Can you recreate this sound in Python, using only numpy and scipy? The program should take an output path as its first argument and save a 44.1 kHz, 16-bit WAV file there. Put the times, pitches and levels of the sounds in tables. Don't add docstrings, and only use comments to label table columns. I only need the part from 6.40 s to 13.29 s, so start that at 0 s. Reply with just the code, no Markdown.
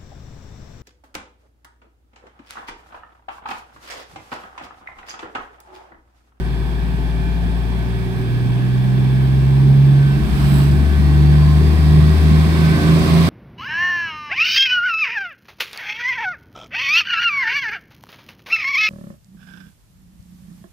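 import sys
import numpy as np
from scipy import signal
from scipy.fft import rfft, irfft, next_fast_len
from scipy.io import wavfile
from scipy.ndimage import uniform_filter1d

SR = 44100
rng = np.random.default_rng(int(sys.argv[2]) if len(sys.argv) > 2 else 0)


def generate_wav(signal):
    frames = np.transpose(np.atleast_2d(signal))
    scaled = np.clip(frames, -1, 1) * 32767
    pcm = np.round(scaled).astype(np.int16)
    wavfile.write(sys.argv[1], SR, pcm)


N = 303849
TIME = np.arange(N) / SR


# t/s, f/Hz
FIRING_RATE = [(0, 56.93), (1, 56.91), (1.5, 58.9), (2, 61.18), (3, 67.05), (3.5, 69.39), (4.3, 71.62),
               (6, 79), (6.89, 83.5)]
# t/s, level/dB, level/dB, level/dB
DRONE_LEVELS = [(0, -22, -43, -34.5), (1.05, -20, -40.5, -27), (1.45, -22.5, -31.5, -34),
                (1.72, -28.5, -30, -29), (1.97, -34, -24, -36), (2.5, -32, -20.5, -25),
                (3.05, -21, -19, -32.5), (3.3, -26.5, -14.5, -24), (3.6, -29, -14, -31),
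                (4.0, -23.5, -17.5, -28.5), (4.42, -14.5, -19.5, -32.5), (5.0, -13.5, -16.5, -39.5),
                (5.9, -13, -16.5, -33), (6.4, -21.5, -17.5, -30), (6.89, -21.5, -14.5, -26.5)]
# t/s, lag/turns, strength next to the first
SECOND_ENGINE = [(3.4, 0, 0.64), (3.9, .5, .8), (4.5, 1.5, 0.79), (5.36, 2.5, 0.61), (5.79, 3.5, 0.75),
                 (6.13, 4.5, 0.35), (6.4, 5.5, 0.91), (6.65, 6.5, 0.51), (6.89, 7.52, .7)]

def exhaust():
    turns = np.cumsum(follow(FIRING_RATE)[0]) / SR
    peaks = np.sqrt(2) * amp(follow(DRONE_LEVELS))
    drone = sum(peak * np.cos(2 * np.pi * k * turns) for k, peak in enumerate(peaks, 1))
    lag, strength = follow(SECOND_ENGINE)
    return drone + strength * peaks[1] * np.cos(2 * np.pi * (2 * turns - lag))


# multiple of the engine cycle, level/dB before the boost
UNEVEN_NOTES = [(4, -47), (8, -54), (10, -44), (14, -41.5), (15, -39), (16, -37), (20, -46.5), (21, -50.5),
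                (22, -44), (24, -46), (26, -43.5), (28, -44.5)]
# t/s, level/dB
EFFORT_BOOST = [(0, -3), (3.5, 0.5), (4.1, 3.5), (6.89, 5.5)]
# loudest t/s, multiple of the engine cycle, half-width/s, level/dB
SWELLING_NOTES = [(.4, 14, 1, -32), (.8, 252, .3, -55), (4.3, 54, .4, -48), (.9, 72, 0.64, -49),
                  (.95, 93, 0.61, -47.5), (4.7, 26, 0.38, -36), (5.12, 84, 0.16, -41.5),
                  (6.3, 168, 0.27, -45.5), (6.45, 22, 0.3, -31), (6.5, 10, 0.37, -24),
                  (6.55, 40, 0.44, -40), (6.56, 84, 0.45, -49), (6.75, 48, .2, -38.5)]

def uneven_cylinders():
    cycle_hz = follow(FIRING_RATE)[0] / 6
    lasting = sum(note(k * cycle_hz, db, blur_hz=1.3, waver_db=3) for k, db in UNEVEN_NOTES)
    passing = sum(swell(s, half) * note(k * cycle_hz, db, blur_hz=1.57, waver_db=1.5)
                  for s, k, half, db in SWELLING_NOTES)
    return amp(follow(EFFORT_BOOST)[0]) * lasting + passing


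# f/Hz, relative level/dB
RUMBLE_TONE = [(20, -30), (45, -9), (70, 4), (100, 5.5), (150, 5.5), (300, 0), (400, -3.5), (500, -34.5)]

def rumble():
    return amp(-29.5 + follow(EFFORT_BOOST)[0]) * noise(RUMBLE_TONE, patchy_db=2)


# f/Hz, relative level/dB
ROAR_TONE = [(300, -22), (420, 2.5), (500, -11), (670, -0.5), (870, -13.5), (1080, -0.5), (1350, -13.5),
             (2250, -9), (3040, -18.5), (3500, -13), (4180, -14.5), (15000, -25)]

def near_engine():
    start_m, aside_m, start_m_per_s, speed_up_m_per_s2 = 14.86, 2.92, 0.45, 0.47
    along_m = start_m - start_m_per_s * TIME - 0.5 * speed_up_m_per_s2 * TIME ** 2
    distance_m = np.hypot(aside_m, along_m)
    firing_hz, = follow(FIRING_RATE)
    db_at_1_m = -24 + 0.2864 * (firing_hz - firing_hz[0])
    return amp(db_at_1_m) / distance_m * noise(ROAR_TONE, patchy_db=0.63)


# multiple of its pitch, loudest t/s, half-width/s, level/dB
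PUMP_HUM = [(1, 3.93, 0.24, -20.5), (3, 4.15, 0.13, -20.5)]

def pump():
    hz = 60.8 + 12.5 * (TIME - 3.95)
    return sum(swell(s, half) * note(k * hz, db, blur_hz=0.53) for k, s, half, db in PUMP_HUM)


# f/Hz, relative level/dB
HISS_TONE = [(300, -30), (650, 4.5), (4000, -7.5), (15000, -13)]
# f/Hz when nearest, width/Hz, level/dB before the passing swell
LEAK_WHISTLES = [(3850, 160, -54), (7930, 190, -48), (10070, 170, -47), (14150, 300, -45)]

def air_leak():
    full_s, shaded_s, nearest_s = 4.01, 4.24, 4.16
    rise_db = -51 * np.maximum(full_s - TIME, 0)
    fall_db = -95 * np.maximum(TIME - shaded_s, 0)
    air = amp(-34.5 + rise_db + fall_db) * noise(HISS_TONE, patchy_db=1)
    closeness = 1 / (1 + ((TIME - nearest_s) / 0.05) ** 2)
    bend = 1 + 0.012 * (1 - closeness)
    passing = amp(5) * np.sqrt(closeness) * swell(nearest_s, 0.55)
    for hz, width_hz, db in LEAK_WHISTLES:
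        air += amp(db) * passing * fuzzy_whistle(hz * bend, width_hz)
    return air


# multiple of its pitch, level/dB
GENERATOR_NOTES = [(1, -41), (2, -55), (4, -53), (5, -60), (6, -61)]
# multiple of its pitch, loudest t/s, half-width/s, level/dB
GENERATOR_SWELLS = [(1, 1.7, 0.24, -39.5), (4, 3.7, 0.18, -48.5), (4, 4.6, .25, -50), (2, 4.9, .6, -52),
                    (5, 4.7, 0.15, -47.5), (5, 5.52, 0.38, -50), (1, 5.73, 0.17, -34.5),
                    (4, 5.87, 0.26, -53), (4, 6.33, .15, -38), (1, 6.55, 0.46, -33.5)]

def generator(pitch_hz=380.2):
    hum = np.zeros(N)
    for k, steady_db in GENERATOR_NOTES:
        swells = sum(amp(db) * swell(s, half) for m, s, half, db in GENERATOR_SWELLS if m == k)
        hum += (amp(steady_db) + swells) * note(k * pitch_hz, 0, blur_hz=1, waver_db=2)
    return hum


# f/Hz, level/dB before the load is added
CONVERTER_NOTES = [(2702, -60), (5400, -59), (8115, -64), (13530, -62)]
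# t/s, added level/dB
LOAD_BOOST = [(.5, -9), (3, 0), (5, 1)]

def converter():
    load_db, = follow(LOAD_BOOST)
    return sum(note(hz, db + load_db, blur_hz=12, waver_db=3) for hz, db in CONVERTER_NOTES)


# t/s, level/dB
TURBO_LEVEL = [(4.3, -66), (4.8, -51.5), (5.5, -50.5), (5.8, -62), (6.89, -50)]

def turbocharger():
    hz = 4440 + 690 * (TIME - 4.8)
    return note(hz, follow(TURBO_LEVEL)[0], blur_hz=16, waver_db=2.5)


# f/Hz, relative level/dB
FAR_TONE = [(300, -5.5), (420, 0.5), (530, -8), (700, -4), (900, -4.5), (1400, -18.5), (1690, -4.5),
            (1990, -21), (2350, -10), (2900, -20.5), (3380, -12), (3750, -19.5), (15000, -36)]

def far_engines():
    return amp(-39 + 0.43 * TIME) * noise(FAR_TONE, patchy_db=0.9)


# f/Hz, noise likeness (0-1), level/dB, head start/radians
LEFT_PORT = [(50.2, 0.98, 6, 1.06), (73.6, 0.9, 5.5, -0.07), (114.6, 0.72, -2, 1.22),
             (186, 0.99, -3, -1.18), (371, 1, -3, 0.8), (513, 0.45, -3, -1.25), (676, 0.76, 0, 0.5),
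             (883, 0.54, -0.5, -2), (1510, 0.61, -2.5, 4), (2560, 0, -4, 5.5), (3230, 0.55, -1.5, 10),
             (5850, 0, -9, 18), (7200, .1, -27.5, 24), (11000, .1, -14.5, 33.5)]
# f/Hz, level/dB
MIC_TONE = [(4000, 0.5), (5000, -0.5), (5700, -6.5), (6500, -6.5), (7050, -11), (8000, -3), (9300, -2.5),
            (10400, -8.5), (12700, -5), (15500, -7.5)]

def microphone(notes, noises):
    size = next_fast_len(N)
    hz = np.fft.rfftfreq(size, 1 / SR)
    likeness, left_db, lead = over_pitch(LEFT_PORT, hz)
    left_gain = amp(left_db) * np.exp(1j * lead)
    tones = rfft(notes, size)
    shared, separate = rfft(noises, size)
    left = left_gain * (tones + likeness * shared + np.sqrt(1 - likeness ** 2) * separate)
    right = tones + shared
    balance = 2 / np.sqrt(1 + abs(left_gain) ** 2 + 2 * likeness * left_gain.real)
    colour = amp(over_pitch(MIC_TONE, hz)[0])
    return irfft(colour * balance * np.array([left, right]), size)[:, :N]


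def amp(db):
    return 10 ** (np.asarray(db) / 20)


def evened(x):
    return x / np.sqrt(np.mean(x ** 2) + 1e-20)


def over_pitch(rows, hz):
    f, *columns = np.transpose(rows)
    return [np.interp(np.log(hz + 1), np.log(f + 1), c) for c in columns]


def follow(rows):
    s, *columns = np.transpose(rows)
    return [np.interp(TIME, s, c) for c in columns]


def swell(centre_s, half_width_s):
    return np.exp(-((TIME - centre_s) / half_width_s) ** 2)


def drift(pace):
    kicks = rng.standard_normal(N // 400 + 40)
    steps = signal.lfilter([1], [1, -np.exp(-pace / 20)], kicks)[38:]
    return evened(np.interp(np.arange(N) / 400, np.arange(len(steps)), steps))


def note(hz, db, blur_hz=0, waver_db=0):
    turns = np.cumsum(hz + blur_hz * drift(7.82)) / SR + rng.random()
    return np.sqrt(2) * amp(db + waver_db * drift(4.6)) * np.sin(2 * np.pi * turns)


def fuzzy_whistle(hz, width_hz):
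    decay = np.exp(-np.pi * width_hz / SR)
    slow = signal.lfilter([1], [1, -2 * decay, decay ** 2], rng.standard_normal((4, N)))
    spin = np.exp(2j * np.pi * np.cumsum(hz) / SR)
    return evened(((slow[:2] + 1j * slow[2:]) * spin).real)


def noise(tone, patchy_db):
    frames, hz = N // 256 + 5, np.fft.rfftfreq(1024, 1 / SR)
    a, b, c, d, patches = rng.standard_normal((frames, 513, 5)).T
    patches = uniform_filter1d(patches, size=10, axis=0)
    patches = evened(uniform_filter1d(patches, size=16, axis=1))
    level_db = over_pitch(tone, hz)[0][:, None] + patchy_db * patches
    spectra = np.array([a + 1j * b, c + 1j * d]) * amp(level_db)
    return evened(signal.istft(spectra, nperseg=1024, noverlap=768)[1][:, :N])


def scene():
    notes = exhaust() + uneven_cylinders() + pump() + generator() + converter() + turbocharger()
    noises = rumble() + far_engines() + near_engine() + air_leak()
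    return microphone(notes, noises)


def record(dry):
    ceiling, top_hz = 1.38, 15745
    rounded = ceiling * np.tanh(dry / ceiling)
    low_pass = signal.firwin(1023, top_hz, window=("kaiser", 9), fs=SR)
    return signal.oaconvolve(rounded, low_pass[None], "same")


dry = scene()
out = record(dry)
generate_wav(out)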